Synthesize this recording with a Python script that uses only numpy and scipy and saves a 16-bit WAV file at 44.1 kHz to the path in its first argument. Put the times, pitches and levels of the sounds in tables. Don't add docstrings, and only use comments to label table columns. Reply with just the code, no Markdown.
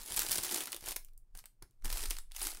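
import sys
import numpy as np
from scipy import signal
from scipy.fft import rfft, irfft, next_fast_len
from scipy.io import wavfile
from scipy.ndimage import uniform_filter1d, map_coordinates

SR = 44100
rng = np.random.default_rng(int(sys.argv[2]) if len(sys.argv) > 2 else 0)


def dump(signal):
    limited = np.clip(np.atleast_2d(signal).T, -1, 1)
    pcm = np.round(limited * 32767).astype(np.int16)
    wavfile.write(sys.argv[1], SR, pcm)


N = 114660


def amp(db):
    return 10 ** (np.asarray(db) / 20)


def unit(x):
    return x / np.sqrt(np.mean(x ** 2) + 1e-20)


def along(points, hz):
    f, value = np.transpose(points)
    return np.interp(np.log(hz + 1), np.log(f + 1), value)


def curve(rows):
    return np.interp(np.arange(N) / SR, *np.transpose(rows))


def filtered(x, response):
    size = next_fast_len(N + SR // 2)
    hz = np.fft.rfftfreq(size, 1 / SR)
    return irfft(rfft(x, size) * response(hz), size)[:N]


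def noise(spectrum):
    return unit(filtered(rng.standard_normal(N), lambda hz: amp(along(spectrum, hz))))


def bell(s, length_s):
    t = np.arange(N) / SR
    return np.exp(-.5 * ((t - s) / length_s) ** 2)


RUN_DB, SHIVER_DB, SHIVER_T60_S = 3, -2.5, 0.059
TICK_EDGE = .6
REBOUND_S, REBOUND_DB = .0018, -7.5
FACET_WIDTH_HZ, FACET_WIDENS_HZ = 303, 2556
DULL_CORNER_HZ = 4300


def facet_colour(spectrum, dull_db, ripple_db, hz):
    place = FACET_WIDENS_HZ / FACET_WIDTH_HZ * np.log1p(hz / FACET_WIDENS_HZ) + rng.random()
    ripple = ripple_db * map_coordinates(rng.standard_normal(size=64), [place], mode="mirror")
    shelf = 1 / (1 + (hz / DULL_CORNER_HZ) ** 4)
    return along(spectrum, hz) + dull_db * shelf + ripple


def buckle(spectrum, dull_db, length_s, ripple_db, size=2048):
    t, hz = np.arange(size) / SR, np.fft.rfftfreq(size, 1 / SR)
    x = np.zeros(size)
    run_fall, shiver_fall = (t / length_s) ** 2, t / SHIVER_T60_S
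    for fall, db in ((run_fall, RUN_DB), (shiver_fall, SHIVER_DB)):
        burst = rng.standard_normal(size) * amp(-60 * fall)
        x += amp(db) * burst / np.linalg.norm(burst)

    tick = rng.choice([-1, 1]) * np.array([1, -TICK_EDGE])
    x[:2] += tick
    rebound_at = int(rng.random() * REBOUND_S * SR)
    x[rebound_at:][:2] += amp(REBOUND_DB) * tick

    cepstrum = irfft(np.log(amp(facet_colour(spectrum, dull_db, ripple_db, hz))))
    cepstrum[1:size // 2] *= 2
    cepstrum[size // 2 + 1:] = 0
    x = irfft(rfft(x) * np.exp(rfft(cepstrum)))
    return x / np.linalg.norm(x)


# (t/s, level/dB before the trim, dullness/dB of bass over treble, length/s)
CREASES = [(0.061, -41.5, -7, 0.012), (0.1217, -35.5, 1, 0.0042), (0.142, -38, 2, 0.0093),
           (0.1637, -29, -7, 0.021), (0.17, -29, -4, 0.013), (0.1753, -29.5, 2, 0.012),
           (0.1931, -25.5, -1.5, 0.006), (0.2023, -36.5, -6, 0.005), (0.2193, -31.5, 6.5, 0.0069),
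           (0.2329, -36, 0, 0.004), (0.2651, -34.5, 4.5, 0.0044), (0.295, -39, 7, 0.004),
           (0.311, -29.5, 3, 0.021), (0.317, -26, -11, 0.0052), (0.3273, -28, -6, 0.026),
           (0.3564, -29, -7, 0.017), (0.3742, -33.5, -2, 0.0064), (0.382, -29, 2.5, 0.0093),
           (0.3874, -34.5, 5, 0.0068), (0.4344, -31.5, -12, 0.016), (0.4375, -40, 10, 0.0067),
           (0.447, -36, 7, 0.0048), (0.4522, -39, 0, 0.0033), (0.5119, -35, 1, 0.007),
           (0.5217, -32, -4, 0.016), (0.5443, -28.5, -4, 0.01), (0.574, -35.5, -6, 0.0045),
           (0.6064, -33, 3.5, 0.0022), (0.6116, -39, 6, 0.004), (0.636, -43, 2, 0.0033),
           (0.6572, -39, 0.5, 0.004), (0.6723, -40.5, 11, 0.0039), (0.6784, -46, 25, 0.013),
           (0.704, -52, -14, 0.0096), (0.72, -35.5, -2, 0.017), (0.7292, -35.5, 10, 0.0067),
           (0.7457, -39.5, 7, 0.0035), (0.764, -40, 0, 0.0065), (0.773, -53, 11, 0.0035),
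           (0.8087, -48, -1, 0.0032), (0.8594, -40, -2, 0.014), (0.87, -41, 9, 0.0063),
           (0.886, -34.5, -3, 0.0084), (0.9196, -37.5, 4, 0.0026), (0.9617, -35.5, -5.5, 0.0029),
           (0.9645, -32.5, 3.5, 0.0051), (1.048, -49.5, -11.5, 0.0033), (1.085, -66.5, 10.5, 0.013),
           (1.135, -70.5, -8, 0.004), (1.1774, -55.5, -32, 0.0044), (1.3512, -51, 4, 0.013),
           (1.374, -46, -14, 0.0056), (1.39, -49.5, -3, 0.0019), (1.4407, -55.5, 20, 0.0017),
           (1.4572, -47.5, 5.5, 0.0077), (1.6241, -48.5, 4.5, 0.011), (1.71, -71, -2.5, 0.005),
           (1.823, -64.5, 20, 0.005), (1.846, -40, -11, 0.0072), (1.879, -47.5, 10, 0.0067),
           (1.9015, -37, 9.5, 0.011), (1.9271, -33.5, 6.5, 0.016), (1.9718, -37.5, 8, 0.0095),
           (1.9805, -43, -4, 0.0033), (2.037, -37.5, 9, 0.017), (2.057, -35.5, 7, 0.018),
           (2.1007, -40, -3, 0.012), (2.1072, -28.5, -4, 0.0095), (2.1113, -36.5, 15, 0.0023),
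           (2.167, -44, 14.5, 0.006), (2.186, -40, 9, 0.0044), (2.3127, -60.5, 21, 0.0039),
           (2.3191, -47.5, 5.5, 0.0037), (2.348, -55, 7, 0.0057), (2.3636, -37, 4.5, 0.015),
           (2.3955, -40, -8, 0.008), (2.416, -36.5, 5, 0.017), (2.4699, -30, 4, 0.0045),
           (2.5485, -47.5, 13, 0.0089), (2.5714, -47.5, 7.5, 0.007)]
# (f/Hz, relative level/dB)
CREASE_COLOUR = [(60, -33.5), (300, -10.5), (800, -8), (1100, -7), (2000, -6.5), (5000, 0), (6800, -1.5),
                 (9500, 2.5), (12000, -3.5), (16000, -4)]
SNAP_TRIM_DB, SNAP_FACET_DB = 1.5, 2


def snaps():
    out = np.zeros(N + SR)
    span = .003 * SR
    for s, db, dull_db, length_s in CREASES:
        x = buckle(CREASE_COLOUR, dull_db, length_s, SNAP_FACET_DB)
        out[round(s * SR):][:len(x)] += amp(db + SNAP_TRIM_DB) * np.sqrt(span) * x
    return out[:N]


# (t/s, level/dB before each one's trim)
HAND_WORK = [(0, -47), (.045, -52.5), (.1, -44), (.15, -42.5), (.18, -34), (.22, -41), (.275, -43.5),
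             (.325, -34), (.38, -44), (.415, -45.5), (.45, -38.5), (.495, -41), (.545, -36), (.61, -42.5),
             (.69, -52.5), (.74, -58), (.81, -60), (.845, -51), (.885, -38.5), (.925, -41), (.945, -71),
             (1.03, -81), (1.13, -99), (1.335, -91.5), (1.355, -64.5), (1.395, -55.5), (1.42, -78.5),
             (1.55, -96), (1.81, -88.5), (1.838, -69.5), (1.848, -40.5), (1.885, -55), (1.925, -43),
             (2.04, -42), (2.08, -53.5), (2.115, -46.5), (2.18, -59), (2.23, -85), (2.31, -79),
             (2.352, -53), (2.38, -47), (2.43, -41), (2.49, -42), (2.55, -53.5), (2.6, -61)]
# (f/Hz, relative level/dB)
PAPER_COLOUR = [(40, -29), (120, -19.5), (220, -11.5), (350, -4), (560, -10), (800, -2), (1100, -5.5),
                (2000, -3), (3200, -4.5), (5200, -1), (6700, -3.5), (8200, -1), (10000, -1), (11500, -2.5),
                (14000, -7.5), (16000, -11)]
CRACKLE_PER_S, CRACKLE_TRIM_DB = 600, -2
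SIZE_SPREAD_DB, SIZE_LIMIT = 6, 1.6
DULL_SPREAD_DB, WRINKLE_FACET_DB, WRINKLE_S = 5.5, 3.5, 0.0057


def crackle(count=160):
    at = np.flatnonzero(rng.random(N) < CRACKLE_PER_S / SR)
    spread = np.minimum(rng.standard_normal(N), SIZE_LIMIT)
    sizes = unit(amp(SIZE_SPREAD_DB * spread)) * rng.choice([-1, 1], N)
    sizes *= amp(curve(HAND_WORK) + CRACKLE_TRIM_DB) * np.sqrt(SR / CRACKLE_PER_S)
    kind = rng.integers(count, size=N)
    wrinkles = []
    for _ in range(count):
        dull_db = DULL_SPREAD_DB * rng.standard_normal()
        wrinkles.append(buckle(PAPER_COLOUR, dull_db, WRINKLE_S, WRINKLE_FACET_DB))
    out = np.zeros(N + SR)
    for i in at:
        x = wrinkles[kind[i]]
        out[i:i + len(x)] += sizes[i] * x
    return out[:N]


def rub():
    return amp(curve(HAND_WORK) - 7) * noise(PAPER_COLOUR)


# (t/s, level/dB)
CRINKLE_BASS = [(0, 3), (.3, 0), (.6, 4), (.85, 2.5), (1.0, 3.5), (1.4, -12), (1.85, 0.5), (2.12, -1),
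                (2.33, -30), (2.42, -2.5), (2.6, -6)]
BASS_CORNER_HZ = 674


def crinkle():
    x = crackle() + rub() + snaps()
    bass = filtered(x, lambda hz: 1 / (1 + (hz / BASS_CORNER_HZ) ** 4))
    return x + (amp(curve(CRINKLE_BASS)) - 1) * bass


# (t/s, level/dB, t60/s)
FINGER_THUDS = [(0.0, -62, 0.17), (0.106, -52.5, 0.28), (0.164, -54.5, 0.33), (0.291, -55, 0.28),
                (0.385, -39.5, 0.068), (0.824, -58.5, .15), (.875, -58, 0.13), (0.964, -56, 0.054),
                (1.349, -57, 0.1), (1.622, -51, 0.08), (1.844, -47, 0.28), (2.029, -61, 0.17),
                (2.574, -59, 0.13)]
# (f/Hz, relative level/dB)
BUMP_COLOUR = [(20, -12), (50, 3.5), (80, -2), (130, -8), (200, -8.5), (450, -12), (620, -24.5), (820, -12),
               (1100, -17.5), (1600, -14), (3000, -33), (8000, -59.5)]


def thuds(attack_s=0.00059):
    t = np.arange(N) / SR
    envelope = np.zeros(N)
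    for s, db, t60 in FINGER_THUDS:
        age = np.maximum(t - s, 0)
        envelope += amp(db - 60 * age / t60) * (1 - np.exp(-age / attack_s))
    return envelope * noise(BUMP_COLOUR)


# (t/s, level/dB before the trim, length/s, pitch f/Hz)
SHEET_FLAPS = [(0.22, -58, .03, 338), (0.382, -50, 0.0083, 191), (0.453, -58, 0.023, 372),
               (0.528, -51, 0.011, 236), (0.531, -47.5, 0.015, 334), (0.752, -61.5, 0.014, 326),
               (0.89, -62, .02, 349), (2.038, -50.5, 0.0084, 370), (2.445, -56, 0.014, 380),
               (2.465, -58, 0.028, 313)]
FLAP_Q, FLAP_TRIM_DB = 3.9, -2


def flaps():
    out = np.zeros(N)
    for s, db, length_s, pitch_hz in SHEET_FLAPS:
        def resonance(hz):
            detune = hz / pitch_hz - pitch_hz / (hz + 1)
            return 1 / (1 + (FLAP_Q * detune) ** 2)

        hollow = unit(filtered(rng.standard_normal(N), resonance))
        out += amp(db + FLAP_TRIM_DB) * bell(s, length_s) * hollow
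    return out


# (t/s, level/dB, length/s)
FINGER_SLIDES = [(.11, -54, 0.053), (0.343, -45, 0.036), (0.466, -53, .04), (2.201, -60, 0.024),
                 (2.429, -37.5, 0.0067)]
# (f/Hz, relative level/dB)
SKIN_COLOUR = [(2000, -44), (6500, -16), (8300, -10), (9900, 4), (11200, -9), (16000, -18.5)]


def slides():
    envelope = sum(amp(db) * bell(s, length_s) for s, db, length_s in FINGER_SLIDES)
    return envelope * noise(SKIN_COLOUR)


# (t/s, level/dB before the trim)
AIR_PUSH = [(0.0, -45.5), (0.1, -70), (0.15, -46), (0.73, -72), (0.85, -47.5), (1.21, -50), (1.27, -62.5),
            (1.35, -45), (1.55, -71), (1.64, -47), (1.7, -83.5), (1.85, -32.5), (1.94, -32.5), (1.99, -40),
            (2.06, -33), (2.35, -48.5), (2.4, -41), (2.6, -48)]
# (f/Hz, relative level/dB)
AIR_COLOUR = [(6, -21), (14, -2), (23, 1), (30, -6.5), (39, -21.5), (55, -32.5), (75, -35), (110, -48.5),
              (200, -67.5), (500, -100)]


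def draught():
    air = noise(AIR_COLOUR)
    local_rms = np.sqrt(np.abs(uniform_filter1d(air ** 2, size=4000)) + 1e-6)
    return amp(curve(AIR_PUSH) - 2.5) * air / local_rms


# (f/Hz, t60/s)
ROOM_DECAY = [(150, 0.37), (800, 0.19), (3000, 0.23), (9000, 0.21), (16000, .19)]
ROOM_DB, WALL_DELAY_S = -12, .007


def room(x, count=8):
    out, place = np.zeros(N), np.linspace(0, count - 1, N)
    for k in range(count):
        hz, t, z = signal.stft(rng.standard_normal(SR // 2), SR, nperseg=256)
        decay = amp(-60 * t / along(ROOM_DECAY, hz)[:, None])
        tail = signal.istft(z * decay, SR, nperseg=256)[1]
        tail = np.pad(tail / np.linalg.norm(tail), (round(WALL_DELAY_S * SR), 0))
        share = np.sqrt(np.maximum(1 - np.abs(place - k), 0))
        out += signal.fftconvolve(x * share, tail)[:N]
    return amp(ROOM_DB) * out


# (f/Hz, relative level/dB)
FLOOR_COLOUR = [(20, 2), (60, -11), (110, -5.5), (170, -19.5), (350, -26), (1000, -34.5), (3000, -45),
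                (16000, -46)]


def floor():
    return amp(-72.5) * noise(FLOOR_COLOUR)


def scene():
    paper = crinkle() + thuds() + flaps() + slides()
    return (paper + draught() + room(paper) + floor())[None]


TOP_HZ = 15750


def record(dry):
    return filtered(dry[0], lambda hz: 1 / np.sqrt(1 + (hz / TOP_HZ) ** 200))[None]


dry = scene()
out = record(dry)
dump(out)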